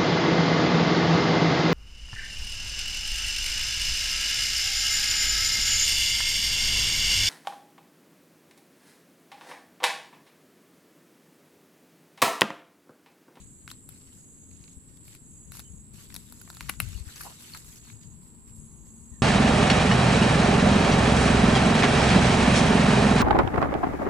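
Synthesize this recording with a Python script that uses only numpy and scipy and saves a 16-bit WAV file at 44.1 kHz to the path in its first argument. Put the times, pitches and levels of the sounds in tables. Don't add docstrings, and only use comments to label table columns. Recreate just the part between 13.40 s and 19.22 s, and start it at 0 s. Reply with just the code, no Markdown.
import sys
import numpy as np
from scipy import signal
from scipy.fft import rfft, irfft
from scipy.io import wavfile
from scipy.ndimage import uniform_filter1d

SR = 44100
rng = np.random.default_rng(int(sys.argv[2]) if len(sys.argv) > 2 else 0)


def master(y):
    cut = np.clip(np.atleast_2d(y).T, -1, 1)
    pcm = np.round(cut * 32767)
    wavfile.write(sys.argv[1], SR, pcm.astype(np.int16))


N = 256662
TIME = np.arange(N) / SR

# (time [s], woody body over 4 ms [dB], treble tick over 4 ms [dB],
# tick left over right [dB], splintering [dB], thick core lift below 2 kHz [dB],
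# thin fibre lift above 3 kHz [dB], wood pitch [semitones], lowest note [Hz])
ROOT_SNAPS = [(0.2778, -40, -57, 17, -7, 3, -3, -1.1, 1080), (0.2892, -58, -65, 8, -3, 0, -4, -3, 1100),
              (0.303, -45.5, -57, 16, -8, -11, -14, 4, 1200), (0.3105, -54, -60, 10, 0, -5, 0, 7, 1200),
              (0.3143, -39.5, -46.5, 11, -1, 9, 10.5, -0.5, 990),
              (0.49, -53, -42.5, 9, 0.5, 2.5, 2, -1.5, 1300), (0.523, -62, -58, 4, 7, -8, -5, -1, 1100),
              (1.1111, -59, -62, -1, 8, -19, -4, -0.5, 1000), (1.239, -52.5, -70, 5, 8, -18, 2, 0, 1000),
              (1.279, -54, -72, 3, 7, -8, -3, -0.5, 1000), (1.5715, -59, -59, 1, 2, -6, 9, -2.5, 1000),
              (1.6803, -55, -53, 3, -5, -14, -2, 0.5, 1000), (1.7501, -53, -50, 1, -3, -7, -3, -0.5, 1000),
              (2.12, -46, -45, 6, -2, 5, 1.5, -1, 1200), (2.1388, -55, -56, 5, -2, 4, 8, -7, 980),
              (2.151, -47.5, -48, 10, 3, 11, 7, -2, 890), (2.1707, -50, -44, 6, -2, -2, 5, 0, 884),
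              (2.1941, -43, -44.5, 15, -1, 7.5, 11.5, -1.5, 780),
              (2.2012, -46, -48, -9, -5, -4, 3, 0.5, 850), (2.7024, -49, -59, 1, 1, -2, -2, -2, 950),
              (2.7245, -53, -62, 4, -2, 3, 0, 4, 1000), (2.7425, -42, -42, 13, -2, -6, 10, 4, 900),
              (2.752, -42.5, -46, 6, -4, 2, 10, 0, 1000), (2.7635, -38, -41.5, 15, -5, -5, 9, -1.5, 1000),
              (2.9241, -50.5, -44.5, 8, -3, 14, 11.5, -0.5, 900),
              (3.0144, -48.5, -43.5, -2, 3, 10.5, 7, 1, 1250), (3.052, -61, -66, 4, -3, 5, 4, 4, 1100),
              (3.0762, -48.5, -67, 3, 2, 4, -18, -3.5, 684),
              (3.1015, -41, -50, 14, -5, 15.5, 13.5, -0.5, 645), (3.108, -55, -57, 6, -3, 2, 14, 2, 1110),
              (3.1305, -56, -66, 5, -4, 8, 0, -3, 800), (3.142, -56, -57, 6, -5, 8, 10, 0, 1000),
              (3.148, -50, -53, 14, 2, 5, 13, -1, 1000), (3.1695, -44.5, -56, 14, -3, 9, 10, -1, 672),
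              (3.2081, -34.5, -48.5, 18, -8.5, -1, -3.5, -0.5, 910),
              (3.2165, -55, -54, 6, -3, 7, 1, 8, 1000), (3.2255, -51, -55, 6, 3, -8, 7, 3, 1000),
              (3.2875, -45, -57, 2, 2, -5, -6, -5, 990), (3.2928, -29.5, -42, 11, 3, 5.5, -0.5, 0.5, 920),
              (3.2963, -26.5, -29, 9.5, -8, -2.5, -7.5, -0.5, 786),
              (3.3037, -46, -47, 2, -3, -8, 4, 0, 1020), (3.3381, -51, -60, -3, -9, 0.5, 1, -3, 900),
              (3.402, -24, -24.5, 5.5, -5.5, -5, -10, -0.3, 1160),
              (3.4203, -50, -42, 4, -5, -4, 4, 3, 1200), (3.4882, -64, -50, 7, -3, -4, 6, 2, 1200),
              (3.6783, -52, -57, 4, 3, 2, 2, 2, 1200), (3.6972, -53, -60, 5, 0, 8, 1, 0, 1300),
              (3.7167, -54, -56, 2, 3, -3, 5, 5, 1200), (3.7585, -46, -50, 9, 6, 1, 8, 1.5, 1000),
              (3.7675, -48, -51, 4, -6, 1, 5, 1.5, 1000), (3.8075, -39, -45, 0, 8, 10, 2, 1, 1190),
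              (3.8127, -44, -37, 1, 3, 9, 4, 0, 1200), (3.8339, -44, -42, 2, 0, 1, 13, 2, 1100),
              (4.022, -59, -50, 4, 3, -10, 3, 2, 1200), (4.03, -52.5, -57, 2, 4, 0, 8, 4, 1200),
              (4.1476, -38, -46.5, -1, 4.5, 5, -1, -0.5, 860), (4.1731, -46, -47, 2, 3, 0, 5, 6, 1180),
              (4.2465, -60, -55, 0, 6, 6, 3, -2, 1180), (4.358, -52, -65, 2, 5, -14, 8, 5, 1200),
              (4.371, -54, -64, 2, 4, -17, 5, 2, 1200), (4.451, -60, -61, 2, 4, -9, 6, 1, 1103),
              (4.473, -55, -62, 2, 3, 11, -5, -3.5, 907), (4.4864, -57, -63, 2, 0, 0, -6, 1, 1114),
              (4.5, -50, -60, 0, 5, -1, -15, 0.5, 1005), (4.6111, -65, -64, 2, 0, -3, 2, 3, 1100),
              (5.08, -63, -71, 5, 7, -12, -11, -1, 990), (5.095, -64, -70, 1, 2, -12, -4, 2, 1000)]
# (start [s], rise [s], length [s], soil drive [dB], leaf drive [dB])
HAND_STROKES = [(-.04, 0.022, 0.012, -54.5, -62), (0.278, 0.017, 0.019, -55, -56),
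                (0.467, 0.029, 0.33, -68.5, -69), (1.106, 0.055, 0.22, -68, -77),
                (1.428, 0.062, 0.14, -73, -77), (1.632, 0.02, 0.12, -64, -63),
                (2.105, 0.037, 0.079, -56.5, -54), (2.528, 0.017, 0.12, -60, -60),
                (2.675, 0.027, 0.15, -62.5, -61), (2.832, 0.038, 0.51, -65, -62.5),
                (3.18, 0.04, 0.14, -57.5, -64), (3.388, 0.011, 0.21, -55, -59.5),
                (3.603, 0.11, 0.2, -54, -57), (3.746, 0.067, 0.12, -51, -50),
                (3.87, .03, 0.084, -56.5, -57.5), (3.98, 0.027, 0.22, -56, -55.5),
                (4.218, 0.045, 0.16, -60.5, -58), (4.395, 0.046, 0.13, -60.5, -63),
                (4.599, 0.025, 0.036, -63.5, -70), (4.802, 0.033, 0.075, -72, -68),
                (5.068, 0.008, 0.025, -67.5, -68), (5.15, 0.0087, 0.02, -70, -63.5),
                (5.445, 0.015, 0.034, -72.5, -70), (5.695, .04, 0.073, -77, -85)]
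# (time [s], level [dB], pitch [Hz], t60 [s])
STALK_PINGS = [(3.546, -43.5, 2870, 0.043), (3.759, -34.5, 6230, 0.018), (4.136, -28, 4410, 0.014),
               (4.328, -53, 3260, 0.034)]
# (time [s], level [dB], pitch [Hz], width [Hz], length [s])
CLOD_LANDINGS = [(3.677, -52.5, 1560, 500, 0.035), (3.842, -44, 860, 626, 0.047),
                 (3.88, -54.5, 850, 700, 0.057), (4.143, -49, 1250, 900, 0.027)]
STRAW_RUBS = [(3.55, -70, 4160, 300, 0.11), (3.69, -60, 6300, 250, 0.031), (4.04, -63, 4300, 350, 0.069),
              (4.115, -53, 4370, 300, 0.072), (4.455, -64, 4420, 300, 0.034)]
# (time [s], level [dB], pitch [Hz], t60 [s])
HAND_THUMPS = [(1.368, -22, 68.5, 0.029), (3.402, -24.5, 171, 0.05), (3.424, -22, 120, 0.066),
               (3.462, -26, 89, 0.12), (3.549, -18, 55.4, 0.064), (3.605, -20.5, 63, 0.063),
               (3.667, -21, 81.5, 0.047), (4.511, -45, 110.2, 0.49), (5.715, -27, 65, 0.072)]
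# (start [s], end [s], level [dB], pitch [Hz], relative shimmer [dB])
CRICKET_TRILLS = [(-.2, 0.29, -63.5, 6750, -18), (0.738, 1.383, -60.5, 6680, -15.5),
                  (1.813, 2.462, -61, 6740, -10), (2.89, 3.61, -61, 6800, -8),
                  (4.139, 4.784, -61.5, 6730, -17), (5.145, 5.9, -61.5, 6690, -26)]
# (pitch [Hz], width [Hz], level [dB], left over right [dB], wing rate [Hz], swell [dB/s])
INSECT_VOICES = [(7530, 28, -67, -6, 52, 0), (7804, 80, -62, -1.5, 28, 0.2), (7645, 280, -65.5, -11, 47, 0),
                 (7040, 60, -77, -16, 91, -1), (7300, 56, -79.5, -12, 60, 1.8),
                 (9720, 180, -76.5, 8.5, 68, -1.5)]
# (time [s], length [s], level [dB], pitch [Hz], width [Hz], fall [Hz])
DISTANT_CALLS = [(2.22, .09, -69, 3020, 110, 50), (5.1, .34, -65, 9780, 90, 50),
                 (5.708, .1, -71, 1795, 120, 200)]
# (time [s], relative level [dB])
BREEZE_CURVE = [(0, -58), (1.0, -53.5), (1.75, -52.5), (2.3, -48), (2.75, -49), (3.12, -51), (3.25, -45.5),
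                (3.47, -39.5), (3.68, -50.5), (3.73, -53.5), (4.08, -57), (4.2, -52.5), (5.03, -49),
                (5.2, -43), (5.52, -50.5), (5.82, -50.5)]
# (time [s], pitch [Hz], level [dB])
HUM_CURVE = [(0, 263.4, -65), (1.3, 265.5, -63), (1.95, 240, -70.5), (2.33, 212.6, -57.5),
             (2.9, 223.4, -66), (4.6, 231.6, -64), (5.05, 225.6, -60.5), (5.82, 228.4, -59)]
# (frequency [Hz], relative level [dB])
WOOD_EQ = [(100, -17), (300, 12), (500, -13), (700, -6), (900, -3), (1300, -2.5), (1520, 2.5), (1820, -6),
           (2150, -0.5), (2800, -1.5), (3250, -13.5), (3700, -6.5), (4250, 0), (5000, -9.5), (7500, -12),
           (9000, -12), (16000, -33.5)]
TICK_EQ = [(1000, -7), (6000, -56), (8400, -5), (9150, -14), (9850, 4.5), (10800, 1.5), (12000, -1),
           (14000, -8), (15500, -16), (17000, -48)]
SOIL_EQ = [(200, -14), (600, -8), (1000, -3), (1450, -0.5), (2700, 2), (3400, 1.5), (4300, 5), (5100, 0.5),
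           (6400, 3.5), (8500, -16), (16000, -61)]
LEAF_EQ = [(1500, -35.5), (5000, 1), (8000, -2), (10500, 5.5), (12500, 2), (14500, -3.5), (15200, -21),
           (16000, -27)]
CHORUS_EQ = [(5800, -46.5), (6500, -27), (6950, -7.5), (7300, -6), (7650, 6.5), (7850, -1), (8050, -4.5),
             (8450, -6), (9100, -17), (9700, -3.5), (10200, -10), (10700, -18), (13000, -28),
             (15000, -56.5)]
WIND_EQ = [(10, -17), (28, -9.5), (55, 1), (110, -5.5), (170, -5), (260, -22.5), (450, -39), (1500, -74.5)]
AIR_EQ = [(15, -4.5), (50, -10.5), (110, 5), (240, -1), (320, -5.5), (430, -11), (560, -21), (900, -41),
          (3000, -56)]
HISS_EQ = [(200, 6), (600, 1.5), (760, 1), (1000, 2), (1500, -2), (4300, -8), (5800, -23), (14800, -6),
           (16000, -50)]


def root_snaps(breaks, splinter_t60=0.022, splinter_hz=1100):
    ticks, bodies, t = np.zeros((2, N)), np.zeros((2, N)), np.arange(2048) / SR
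    low_cut = signal.butter(2, splinter_hz, "highpass", fs=SR)
    for s, body_db, tick_db, side_db, splinter_db, *stem in breaks:
        fibres = noise_pair(0.097, size=len(t)) * amp(-60 * t / splinter_t60) * (t > .0006)
        fibres = signal.lfilter(*low_cut, fibres)
        force = amp(splinter_db) * fibres / np.linalg.norm(fibres[0])
        force[:, 0] = 1
        force *= np.sqrt(.004 * SR) / np.linalg.norm(force[0])
        body = dispersed(coloured(force, wood_colour(*stem)), 1300, 3700)
        tick = dispersed(coloured(force, TICK_EQ), 14200, 4700)
        add(ticks, s, amp(tick_db) * panned(tick, side_db))
        add(bodies, s + 0.00014, amp(body_db) * panned(body, 1.8))
    return ground_tail(ticks, wet_db=-13.5, t60=0.16) + ground_tail(bodies, wet_db=-15.5, t60=0.2)


def wood_colour(core_db, fibre_db, semitones, lowest_hz, bass_cut_db=19, edge_octaves=0.43):
    hz, db = np.transpose(WOOD_EQ)
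    f = np.geomspace(100, 16000, num=120)
    lifted = db + core_db * (hz < 1950) + fibre_db * (hz > 3400)
    tuned = np.interp(np.log2(f) - semitones / 12, np.log2(hz), lifted)
    bass_cut = bass_cut_db * np.clip(np.log2(lowest_hz / f) / edge_octaves, 0, 1)
    return np.column_stack([f, tuned - bass_cut])


def dispersed(x, hz, width_hz):
    b, a = signal.iirpeak(hz, hz / width_hz, fs=SR)
    return x - 2 * signal.lfilter(b, a, x)


def ground_tail(x, wet_db, t60):
    t = np.arange(SR // 4) / SR
    taps = rng.standard_normal((2, len(t))) * amp(-60 * t / t60)
    taps /= np.linalg.norm(taps, axis=1, keepdims=True)
    return x + amp(wet_db) * signal.oaconvolve(x, taps, axes=1)[:, :N]


def rootlets(soil_drive, leaf_drive, count=30, side_db=4, splinter_db=-2, lowest_hz=1100):
    at = rng.integers(0, N, count)
    colours = rng.uniform(-0.66, 1, (count, 3)) * [7, 7, 3]
    body_db = 20 * np.log10(soil_drive[at]) - 1
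    tick_db = 20 * np.log10(leaf_drive[at]) - 1
    return [(s, body, tick, side_db, splinter_db, *colour, lowest_hz)
            for s, body, tick, colour in zip(at / SR, body_db, tick_db, colours)]


def hand_drive(column, settle_s, resting_db):
    power = amp(resting_db) ** 2
    for start, rise, length, *dbs in HAND_STROKES:
        attack = np.clip((TIME - start) / rise, 0, 1)
        release = np.exp(-np.clip((TIME - start - length) / settle_s, 0, 20))
        power = power + (amp(dbs[column]) * attack * release) ** 2
    return np.sqrt(power)


def digging(soil_drive, leaf_drive, gain_db=3):
    crumbs = crackle(soil_drive, per_s=3800, spread_db=1.6, clump_db=1.2,
                     t60=0.0069, ring_db=-14, ring_t60=0.022)
    fibres = crackle(leaf_drive, per_s=2400, spread_db=1.5, clump_db=1.0,
                     t60=0.0053, ring_db=-33, ring_t60=0.0084)
    soil = shifting(coloured(crumbs, SOIL_EQ), patchy_db=2.17) * soil_drive
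    leaves = shifting(coloured(fibres + .5 * crumbs, LEAF_EQ), patchy_db=0.5) * leaf_drive
    return amp(gain_db) * (panned(soil, 0.42) + panned(leaves, 0.63))


def crackle(force, per_s, spread_db, clump_db, t60, ring_db, ring_t60, kinds=28, firm_db=-56):
    size = amp(spread_db * np.minimum(rng.exponential(1, N), 4) + clump_db * drift(27))
    busy = np.clip(force / amp(firm_db), .45, 1)
    clicks = size / np.sqrt(busy) * rng.choice([-1, 1], N) * (rng.random(N) < busy * per_s / SR)
    kind, t, out = rng.integers(0, kinds, N), np.arange(1024) / SR, np.zeros((2, N))
    for k, pitch in enumerate(np.geomspace(1100, 13000, kinds)):
        scatter = rng.standard_normal((2, len(t))) * amp(-60 * t / t60)
        turns = pitch * rng.uniform(0.84, 0.88) * t + rng.random((2, 1))
        tone = amp(ring_db - 60 * t / ring_t60) * np.sin(2 * np.pi * turns)
        grain = panned(scatter + tone, rng.normal(0, 1.0))
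        out += signal.oaconvolve((clicks * (kind == k))[None], grain, axes=1)[:, :N]
    return unit_rms(out)


def shifting(x, patchy_db):
    spectra = signal.stft(x, nperseg=512)[2]
    patches = uniform_filter1d(rng.standard_normal(spectra.shape[1:]), size=8, axis=0)
    patches = unit_rms(uniform_filter1d(patches, size=7, axis=1))
    return unit_rms(signal.istft(spectra * amp(patchy_db * patches), nperseg=512)[1][:, :N])


def struck_tones(hits, attack_s, side_db, size):
    out, t = np.zeros((2, N)), np.arange(size) / SR
    for s, db, hz, t60 in hits:
        envelope = amp(db - 60 * t / t60) * (1 - np.exp(-t / attack_s))
        add(out, s, panned(envelope * np.sin(2 * np.pi * hz * t), side_db))
    return out


def soft_contacts(contacts):
    out = np.zeros((2, N))
    for s, db, hz, width, length in contacts:
        swell = np.sin(np.linspace(0, np.pi, int(length * SR)))
        add(out, s, amp(db) * swell * resonate(noise_pair(0.16, size=len(swell)), hz, width))
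    return out


def cricket(fade_s=0.055, stroke_hz=52, slide_hz=24, shimmer_hz=10220):
    starts, ends, dbs, hzs, shimmer_dbs = np.transpose(CRICKET_TRILLS)
    middles = (starts + ends) / 2
    level = sum(amp(db) * np.clip(np.minimum(TIME - start, end - TIME) / fade_s, 0, 1)
                for start, end, db in zip(starts, ends, dbs))
    stroke = np.sin(phase(stroke_hz * (1 + 0.0566 * drift(9.2))))
    hz = np.interp(TIME, middles, hzs)
    pitch = hz + slide_hz * stroke
    port_phase = np.array([[0], [1.65]])
    direct = np.sqrt(2) * np.sin(phase(pitch + 14 * drift(12)) + port_phase)
    scattered = resonate(noise_pair(0.11), pitch, 38)
    rasp = resonate(noise_pair(0.092), hz - 190, 110)
    shimmer = resonate(noise_pair(0.1), shimmer_hz, 200)
    shimmer *= amp(np.interp(TIME, middles, shimmer_dbs))
    song = 0.66 * direct + 0.34 * scattered + 0.18 * rasp
    return level * (1 + 0.52 * stroke) * (panned(song, -8.5) + panned(shimmer, 2.9))


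def insects(chorus_db=-58.5, wander=0.16):
    chorus = panned(coloured(noise_pair(0.026), CHORUS_EQ), 0.089)
    out = chorus * amp(chorus_db + 1.3 * drift(4.2))
    for hz, width, db, side_db, stroke_hz, swell in INSECT_VOICES:
        strokes = 1 + 0.4 * np.sin(phase(stroke_hz * (1 + 0.059 * drift(3.7))))
        pitch = hz + wander * width * drift(3)
        song = resonate(noise_pair(0.022), pitch, width) * unit_rms(strokes)
        level = amp(db + swell * (TIME - TIME.mean()) + 1.3 * drift(3))
        out += panned(song * level, side_db)
    return out


def far_calls():
    out = np.zeros((2, N))
    for s, length, db, hz, width, fall in DISTANT_CALLS:
        progress = np.linspace(0, 1, int(length * SR))
        call = resonate(noise_pair(0.25, size=len(progress)), hz + fall * (.5 - progress), width)
        add(out, s, panned(amp(db) * np.sin(np.pi * progress) * call, 9.5))
    return out


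def outdoor_air(air_db=-56, hiss_db=-68, gust_db=3):
    air = amp(air_db) * panned(coloured(noise_pair(0.78), AIR_EQ), 3.1)
    hiss = amp(hiss_db) * coloured(noise_pair(0.024), HISS_EQ)
    gusts = amp(np.interp(TIME, *np.transpose(BREEZE_CURVE)) + gust_db * drift(6))
    wind = coloured(noise_pair(0.73), WIND_EQ) * gusts
    return air + hiss + wind * amp([[0.5], [-17]])


def far_hum(hiss_db=-85, growth_db_per_s=2.5):
    s, hz, db = np.transpose(HUM_CURVE)
    hum = amp(np.interp(TIME, s, db)) * resonate(noise_pair(0.79), np.interp(TIME, s, hz), 22)
    hiss = amp(hiss_db + growth_db_per_s * TIME) * resonate(noise_pair(0.075), 976, 290)
    return panned(hum, 5.2) + hiss


def amp(db):
    return 10 ** (np.asarray(db) / 20)


def unit_rms(x):
    return x / np.sqrt(np.mean(x ** 2) + 1e-20)


def phase(hz):
    return 2 * np.pi * np.cumsum(hz) / SR


def panned(x, side_db):
    return x * amp([[side_db / 2], [-side_db / 2]])


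def add(mix, s, sound):
    part = mix[:, max(round(s * SR), 0):][:, :sound.shape[1]]
    part += sound[:, :part.shape[1]]


def coloured(x, eq, size=4096):
    hz, db = np.transpose(eq)
    f = abs(np.fft.fftfreq(size, 1 / SR))
    log_gain = np.log(amp(np.interp(np.log(f + 1), np.log(hz), db)))
    impulse = np.fft.ifft(np.exp(np.conj(signal.hilbert(log_gain)))).real
    impulse /= np.linalg.norm(impulse)
    return signal.oaconvolve(x, impulse[None], axes=1)[:, :x.shape[1]]


def noise_pair(likeness, size=N):
    a, b = rng.standard_normal((2, size))
    return np.array([a, likeness * a + np.sqrt(1 - likeness ** 2) * b])


def drift(rate_hz):
    f = np.fft.rfftfreq(N, 1 / SR)
    return unit_rms(irfft(rfft(rng.standard_normal(N)) * (f < rate_hz), N))


def resonate(x, hz, width_hz):
    carrier = np.exp(1j * phase(hz * np.ones(x.shape[-1])))
    pole = np.exp(-np.pi * width_hz / SR)
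    return unit_rms((carrier * signal.lfilter([1], np.poly([pole, pole]), x / carrier)).real)


def scene():
    soil = hand_drive(0, settle_s=0.035, resting_db=-77)
    leaves = hand_drive(1, settle_s=0.025, resting_db=-80.5)
    roots = root_snaps(ROOT_SNAPS + rootlets(soil, leaves))
    stalks = struck_tones(STALK_PINGS, attack_s=0.00075, side_db=1.7, size=4096)
    thumps = struck_tones(HAND_THUMPS, attack_s=0.02, side_db=22.2, size=SR // 2)
    hand = roots + stalks + thumps + soft_contacts(CLOD_LANDINGS + STRAW_RUBS) + digging(soil, leaves)
    return hand + insects() + cricket() + far_calls() + outdoor_air() + far_hum()


def record(dry):
    high_cut = signal.firwin(255, 16400, window=("kaiser", 9), fs=SR)
    return signal.oaconvolve(dry, high_cut[None], "same", axes=1)


dry = scene()
out = record(dry)
master(out)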